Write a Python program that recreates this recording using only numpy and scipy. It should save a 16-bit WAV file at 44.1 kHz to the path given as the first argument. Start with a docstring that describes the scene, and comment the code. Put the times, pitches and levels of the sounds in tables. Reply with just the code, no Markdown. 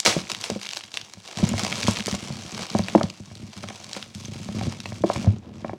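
"""A quiet room, the microphone close to two hands crushing dry chalk blocks over a plastic tray.
The chalk splits with sharp snaps and grinds into a crackle of grit; a few hard chips ring.
Lumps drop into the tray and knock on it, and the rain of small crumbs keeps its bottom rumbling.
Quick echoes come off the hands and the tray walls, with a faint room tail and hush behind."""
import sys
import numpy as np
from scipy import signal
from scipy.fft import rfft, irfft
from scipy.io import wavfile

SR = 44100
rng = np.random.default_rng(int(sys.argv[2]) if len(sys.argv) > 2 else 0)


def generate_wav(signal):
    """Clip the signal to [-1, 1] and save it as 16-bit WAV at the path in sys.argv[1]."""
    frames = np.transpose(np.atleast_2d(signal))
    scaled = np.clip(frames, -1, 1) * 32767
    pcm = np.round(scaled).astype(np.int16)
    wavfile.write(sys.argv[1], SR, pcm)


N = 254898
TIME = np.arange(N) / SR
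STEPS = np.arange(0, N / SR + .002, .002)  # 2 ms grid for slow movements


def fracture(hz, cycles=0.5, splinter_db=-13, splinter_s=0.00095, splinter_width=1.7):
    """A crack runs in three quick steps, each a short click, trailed by splinters of like pitch."""
    t = np.arange(700) / SR
    gap, step_pitch, phase = rng.random((3, 3, 1))
    gap_s = .0003 + .0009 * gap
    since = np.maximum(t - np.cumsum(gap_s, axis=0) + gap_s[0], 0)
    turns = since * hz * 2 ** (.6 * (step_pitch - .5))
    age = turns / cycles
    envelopes = np.array([[.8], [.5], [.3]]) * (age * np.exp(1 - age)) ** 2
    clicks = envelopes * np.sin(2 * np.pi * (turns + phase))
    band = signal.butter(1, [hz / splinter_width, min(hz * splinter_width, .45 * SR)], "bandpass", fs=SR)
    splinters = unit(signal.lfilter(*band, rng.laplace(size=len(t)))) * np.exp(-t / splinter_s)
    return clicks.sum(0) + amp(splinter_db) * splinters


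def snaps(chip_level_db, chip_count=300, chip_hz=3900, chip_octaves=0.72, chip_spread_db=9):
    """Loud brittle fractures, and between them small chips that break off as hard as the hands press."""
    # The loudest fractures. Each row: start in seconds, level in dB, pitch in Hz.
    breaks = [(.002, -2.5, 6000), (0.0553, -4, 5050), (.0611, 1, 3600), (0.3172, -4.5, 3960),
              (0.3484, -10.5, 3860), (0.4127, -13, 5570), (.4404, -6.5, 3660), (.5011, -8.5, 5440),
              (0.615, -15, 3830), (.6319, -14, 3900), (0.6545, -15.5, 4450), (0.6686, -14, 4100),
              (.69, -12, 3930), (0.711, -13.5, 4400), (0.7338, -10, 3700), (0.7712, -9, 4240),
              (0.809, -20.5, 2900), (.8376, -19.5, 3500), (.9176, -25, 4160), (0.9413, -12, 4200),
              (0.9722, -6.5, 3370), (1.014, -14.5, 4030), (1.1364, -17, 5650), (1.277, -20, 5100),
              (1.3726, -13, 5100), (1.4908, -6.5, 7900), (1.6351, -12.5, 5200), (1.726, -6, 2840),
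              (1.831, -5, 3350), (1.8739, -4.5, 4050), (1.9698, -9.5, 4400), (2.06, -7, 5300),
              (2.0689, -4, 5500), (2.1507, -10.5, 5900), (2.7153, -22, 4820), (2.7872, -6.5, 6140),
              (2.8844, -9.5, 2310), (3.032, -12, 3770), (3.101, -15, 5050), (3.6376, -27, 2600),
              (3.8432, -18, 4830), (3.932, -10.5, 4900), (4.027, -16.5, 3100), (4.1495, -17, 5100),
              (4.2497, -21.5, 3800), (4.8029, -15, 4100), (4.858, -17.5, 2700), (5.137, -16, 7700)]
    out = np.zeros(N)
    for s, db, hz in breaks:
        add(out, s, amp(db) * fracture(hz))
    for k, (when, size, pitch) in enumerate(rng.random(size=(chip_count, 3))):
        at = int((k + when) / chip_count * N)
        db = chip_level_db[at] + chip_spread_db * size
        hz = chip_hz * 2 ** (chip_octaves * (2 * pitch - 1))
        add(out, at / SR, amp(db) * fracture(hz))
    return lowpass(highpass(out, 470, order=2), 8200, order=2)


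def grit(grit_db, fineness, clump_db=4.5, clump_hz=170, powder=0.35):
    """Countless tiny fractures come in clumps as the chalk slips: broad cracks and pitched ticks."""
    # Pieces giving way in a burst of cracks. Each row: start in seconds, level in dB, decay in seconds.
    collapses = [(.05, -16, 0.0073), (0.0616, -13, 0.014), (0.074, -19.5, 0.017), (.09, -22.5, 0.048),
                 (.298, -25, 0.0067), (.437, -33, 0.043), (.766, -29.5, 0.0043), (.94, -39.5, .027),
                 (1.136, -32, 0.00082), (1.387, -33, 0.0096), (1.879, -29, 0.031), (2.147, -31, .0065),
                 (3.964, -32, 0.0064), (5.161, -32, 0.0049)]
    # The colour of breaking chalk. Each row: frequency in Hz, spectral density in dB.
    chalk_spectrum = [(100, -55), (300, -0.5), (600, 2), (1100, 1), (1600, -4.5), (2400, 0.5), (4000, 0),
                      (6000, 0), (8000, -7), (10000, -14.5), (12500, -25), (16000, -27)]
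    collapsing = np.sqrt(sum(amp(db) ** 2 * (TIME >= s) * np.exp(-2 * np.maximum(TIME - s, 0) / decay)
                             for s, db, decay in collapses))
    grinding = amp(grit_db) * unit(amp(clump_db * drift(clump_hz)))
    cracks = impacts(per_s=5000, spread_db=4, cap=1.82)  # common to all bands
    edges_hz = np.geomspace(250, 17000, 12)
    out = np.zeros(N)
    for k, (lo, hi) in enumerate(zip(edges_hz, edges_hz[1:])):
        octaves = np.log2(np.sqrt(lo * hi) / 3800)
        level = np.hypot(grinding * amp(fineness * octaves), collapsing)  # finer grit is brighter
        dust = powder * rng.standard_normal(N)  # powder sliding between the fingers
        ticks = impacts(per_s=1200, spread_db=3.0, cap=8.4)
        band = signal.butter(2, [lo, hi], "bandpass", fs=SR, output="sos")
        out += (-1) ** k * signal.sosfilt(band, unit(cracks + ticks + dust) * level)
    return colour(out, chalk_spectrum) / np.std(colour(rng.standard_normal(N), chalk_spectrum))


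def hands(grip_s=0.023, ease_db_per_s=134, open_s=5.2):
    """Grit level, fineness and chip level over time; the strongest squeeze sets the character."""
    # Squeezes of the hands. Each row: start and length in seconds, grit level in dB,
    # fineness as a tilt in dB per octave, smallest chips in dB above the grit.
    squeezes = [(0.022, 0.18, -42.5, 0, 18), (0.259, 0.27, -44, 0, 13.5), (0.583, 0.2, -45.5, 1.5, 22),
                (0.921, 0.058, -45, 0.8, -1), (1.233, 0.16, -45, -1, -6), (1.358, 0.45, -38, -1.5, -1),
                (1.549, 0.069, -31, -0.3, -10), (1.676, .31, -35.5, -0.1, 18.5), (2.066, 0.03, -32, .3, 9),
                (2.17, 0.46, -42.5, -0.5, 1), (2.529, 0.089, -39.5, -1.5, 2), (2.668, 0.35, -41.5, -1, 0),
                (3.51, 0.48, -47, -0.4, -2), (3.93, 0.023, -41, 0, -7), (4.131, 0.12, -48, 1.5, -17),
                (4.31, 0.24, -46.5, 0.1, 6), (4.537, 0.19, -43, -1.5, 2), (4.776, 0.23, -51.5, 1, 12),
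                (5.051, .15, -41.5, -1, -13), (5.237, 0.045, -50.5, -6, -2), (5.403, 0.1, -62.5, -6.5, 17),
                (5.519, 0.17, -54.5, -3, -4)]
    clinging = (0, open_s, -53.5, 0.2, 8)  # chalk on the fingers rustles until the hands open
    rows = np.array(squeezes + [clinging])
    power = np.array([(amp(db) * swell(s, length, grip_s, ease_db_per_s)) ** 2
                      for s, length, db in rows[:, :3]]) + 1e-14
    total = power.sum(0)
    fineness, chips_db = rows[:, 3:].T @ power / total
    return [np.interp(TIME, STEPS, curve) for curve in (10 * np.log10(total), fineness, chips_db)]


def lumps():
    """Large pieces drop and knock on the tray."""
    # Landings. Each row: start in seconds, peak in dB, contact time in ms,
    # heft (extra for the deep modes) in dB, pitch of the struck spot in Hz.
    landings = [(.061, -11.5, 0.27, -15.5, 670), (0.0758, -11, 0.2, 3, 1310), (.165, -9, 3, -23, 172.5),
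                (.499, -15, 0.93, -3, 437), (0.5145, -21, 2.2, 2, 212), (0.5595, -20, 2.4, -8, 480),
                (1.1714, -36.5, 0.69, 14, 173), (1.398, -26.5, 1.35, -7, 634), (1.4267, -6.5, 3.26, 9, 153),
                (1.513, -16, 2.2, 10, 234), (1.5376, -17, 0.79, 13, 208.4), (1.846, -21, 2.5, 6, 221),
                (1.882, -7, 1.8, 9, 1000), (2.0801, -15, 0.6, -3, 427), (2.1242, -17.5, 5, 20, 216),
                (2.1409, -17.5, 0.99, 9, 231), (2.3023, -21.5, 0.77, 10.5, 139),
                (2.7497, -8.5, 1.33, 0.5, 650), (2.792, -12.5, 0.84, 11, 176), (2.8833, -25, 0.4, -29, 648),
                (2.95, 2, 1.88, -15, 855), (2.9558, -2, 2.03, -7, 306), (2.9794, -21, 0.62, -3, 700),
                (3.0108, -12, 0.95, -42, 1150), (3.0369, -16, 0.86, 14, 151), (3.2004, -30, 3.2, 5.5, 185),
                (3.313, -32, 0.69, 9.5, 97), (3.639, -24, 0.57, 0, 1250), (3.7048, -27.5, 0.57, -6, 770),
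                (3.966, -26, 1.85, -14, 546), (4.4875, -21, 0.72, 12.5, 170), (4.546, -34, .57, 27, 123),
                (4.6111, -18.5, 0.6, 10, 790), (4.6737, -25, 5.3, 29, 117), (4.8566, -25.5, .29, 6, 930),
                (4.921, -26, 0.61, -25, 113), (5.038, -7, 1.2, -6, 546), (5.0436, -6.5, 2.93, -17, 338),
                (5.0996, -7, 1.09, -33, 1016), (5.1596, -18, 0.28, 13, 1000), (5.2446, -24.5, 0.7, -10, 99),
                (5.267, -20.5, 3.4, 8, 630), (5.272, -5.5, 1.15, 23.5, 97.4), (5.3292, -20.5, 1.9, 30, 110),
                (5.646, -18, 0.82, -9, 615), (5.6947, -21, 0.65, -6, 840), (5.7325, -20.5, 1.02, -5, 362)]
    out = np.zeros(N)
    for s, db, contact_ms, heft_db, spot_hz in landings:
        add(out, s, amp(db) * tray_ring(contact_ms, heft_db, spot_hz))
    return out


def tray_ring(contact_ms, heft_db, spot_hz, spot_gain=0.51, jolt_db=-13):
    """The tray's answer to one blow, peak 1: a soft, long contact leaves out the high modes."""
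    # Modes of the loaded tray. Each row: frequency in Hz, level in dB, t60 in seconds.
    tray_modes = [(69, -1.5, 0.054), (100, 3.5, 0.12), (117, -21.5, 0.053), (194.5, -2, 0.2),
                  (212, 9, 0.13), (273, 2, 0.0092), (370.7, -6.5, 0.13), (448, 7, 0.022),
                  (570.5, 14.5, 0.03), (690, 9, 0.031), (750, 6.5, 0.043), (869, 4, 0.029),
                  (1068, 8, 0.024), (1313, 5.5, 0.013), (1717, 18, 0.0065), (2330, 15, 0.022)]
    t = np.arange(SR // 5) / SR
    hz, db, t60 = np.array(tray_modes).T[:, :, None]
    depth = np.clip(np.log2(500 / hz) / 2, 0, 1.2)
    detune = .015 * rng.standard_normal(hz.shape)  # the load on the tray keeps shifting
    sign = (-1) ** (np.arange(len(tray_modes))[:, None] // 3)
    modes = sign * amp(db + heft_db * depth - 60 * t / t60) * np.sin(2 * np.pi * hz * (1 + detune) * t)
    jolt = amp(jolt_db) * rng.standard_normal(len(t)) * np.exp(-t / 0.039)  # loose chalk jumps
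    ring = lowpass(modes.sum(0) + jolt, 1000 / contact_ms, order=3)
    turns = t * spot_hz
    flex = turns * np.exp(1 - turns) * np.sin(2 * np.pi * turns)  # the struck spot flexes briefly
    ring = ring / abs(ring).max() + spot_gain * flex
    ring = highpass(ring, 75.0, order=4)  # the tray is too small to radiate deep bass
    return ring / abs(ring).max()


def crumbs(per_s=20, contact_ms=3.07, heft_db=5, pour_s=0.016, settle_db_per_s=177, stray_db=-57.5):
    """Small pieces patter softly on four spots of the tray, in showers with strays between."""
    # Showers of crumbs. Each row: start and length in seconds, level in dB.
    showers = [(0.035, 0.35, -43.5), (1.365, 0.3, -30.5), (1.7, 0.52, -37), (2.202, 0.88, -36),
               (3.265, 0.446, -41.5), (3.76, 0.35, -49), (4.147, 1, -38.5), (4.524, 0.16, -29.5),
               (4.74, 0.24, -46), (5.128, 0.18, -31.5), (5.408, 0.31, -40)]
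    patter = np.zeros(N)
    for spot_hz in (103, 124.5, 186.3, 224.5):
        hits = impacts(per_s, spread_db=3.5, cap=3.0)
        patter += signal.oaconvolve(hits, tray_ring(contact_ms, heft_db, spot_hz))[:N]
    power = sum((amp(db) * swell(s, length, pour_s, settle_db_per_s)) ** 2 for s, length, db in showers)
    return unit(patter) * np.interp(TIME, STEPS, np.sqrt(power + amp(stray_db) ** 2))


def clinks():
    """A hard chip that falls free rings for a moment at its own pitch."""
    # Ringing chips. Each row: start in seconds, peak in dB, pitch in Hz, t60 in seconds.
    chips = [(1.489, -23, 7050, 0.022), (2.838, -23.5, 4550, 0.012), (4.149, -42, 6170, 0.063),
             (4.254, -31, 6250, 0.027), (4.857, -27, 2630, 0.032), (4.857, -28, 4200, 0.014)]
    t = np.arange(SR // 8) / SR
    out = np.zeros(N)
    for s, db, hz, t60 in chips:
        add(out, s, amp(db - 60 * t / t60) * np.sin(2 * np.pi * hz * t))
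    return out


def room(x, wet_db=-17, near_db=-16, near_decay_s=.004):
    """Adds quick echoes off the hands and the tray walls, then a faint short tail."""
    # The room's reverberation. Each row: frequency in Hz, t60 in seconds.
    decay_times = [(150, 0.36), (1000, 0.23), (4000, 0.31), (12000, 0.071)]
    t = np.arange(SR // 2) / SR
    hz, frame_s, frames = signal.stft(rng.standard_normal(len(t)) * (t > .005), SR, nperseg=256)
    decay = amp(-60 * frame_s / read(decay_times, hz)[:, None])
    tail = signal.istft(frames * decay, SR, nperseg=256)[1][:len(t)]
    near = rng.standard_normal(len(t)) * (t > .001) * np.exp(-t / near_decay_s)
    echo = amp(wet_db) * tail / np.linalg.norm(tail) + amp(near_db) * near / np.linalg.norm(near)
    return x + signal.oaconvolve(x, echo)[:N]


def hush(level_db=-64):
    """The faint steady noise of the still room."""
    # Room tone. Each row: frequency in Hz, relative spectral density in dB.
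    hush_spectrum = [(25, -18), (90, -31), (250, 11), (700, 3.5), (2500, -3), (7000, -10), (16000, -24)]
    return amp(level_db) * unit(colour(rng.standard_normal(N), hush_spectrum))


def impacts(per_s, spread_db, cap):
    """Random clicks of either sign: many small, a few up to cap * spread_db dB larger."""
    size = amp(spread_db * np.minimum(rng.exponential(1, N), cap))
    return unit(size * rng.choice([-1, 1], N) * (rng.random(N) < per_s / SR))


def swell(start, length, rise_s, fall_db_per_s):
    """Attack, hold and release of one movement."""
    t = STEPS - start
    return np.clip(t / rise_s, 0, 1) * amp(-fall_db_per_s * np.maximum(t - length, 0))


def drift(hz):
    """Random wander below hz, rms 1."""
    return unit(lowpass(rng.standard_normal(N), hz, order=2))


def colour(x, spectrum, size=2048):
    """Minimum-phase filter with the given spectrum, so that clicks keep their sharp front."""
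    log_gain = np.log(amp(read(spectrum, abs(np.fft.fftfreq(size, 1 / SR)))))
    taps = np.fft.ifft(np.exp(np.conj(signal.hilbert(log_gain)))).real
    return signal.oaconvolve(x, taps[:size // 2])[:len(x)]


def lowpass(x, hz, order):
    """Causal low-pass."""
    return signal.sosfilt(signal.butter(order, min(hz, .45 * SR), fs=SR, output="sos"), x)


def highpass(x, hz, order):
    """Causal high-pass."""
    return signal.sosfilt(signal.butter(order, hz, "highpass", fs=SR, output="sos"), x)


def read(points, hz):
    """Reads a table along a log-frequency axis."""
    point_hz, value = np.transpose(points)
    return np.interp(np.log(hz + 1), np.log(point_hz + 1), value)


def add(mix, s, sound):
    """Mixes a sound in at time s."""
    part = mix[max(round(s * SR), 0):][:len(sound)]
    part += sound[:len(part)]


def amp(db):
    """Decibels to gain."""
    return 10 ** (np.asarray(db) / 20)


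def unit(x):
    """Scales to rms 1."""
    return x / np.sqrt(np.mean(x ** 2) + 1e-20)


def scene(width=0.13):
    """Chalk and tray sit close and central, heard almost in mono."""
    grit_db, fineness, chips_db = hands()
    chalk = grit(grit_db, fineness) + snaps(grit_db + chips_db) + clinks()
    mid = room(chalk + lumps() + crumbs()) + hush()
    treble = np.clip((np.fft.rfftfreq(N, 1 / SR) - 8000) / 2000, 0, 1)
    side = width * drift(44) * irfft(1j * rfft(mid) * treble, N)
    return np.array([mid + side, mid - side])


def record(dry, edge_hz=16300):
    """The loudest peaks clip at full scale; then a steep low-pass limits the band."""
    band_limit = signal.firwin(511, edge_hz, window=("kaiser", 9), fs=SR)
    return signal.oaconvolve(np.clip(dry, -1, 1), band_limit[None], "same")


dry = scene()
out = record(dry)
generate_wav(out)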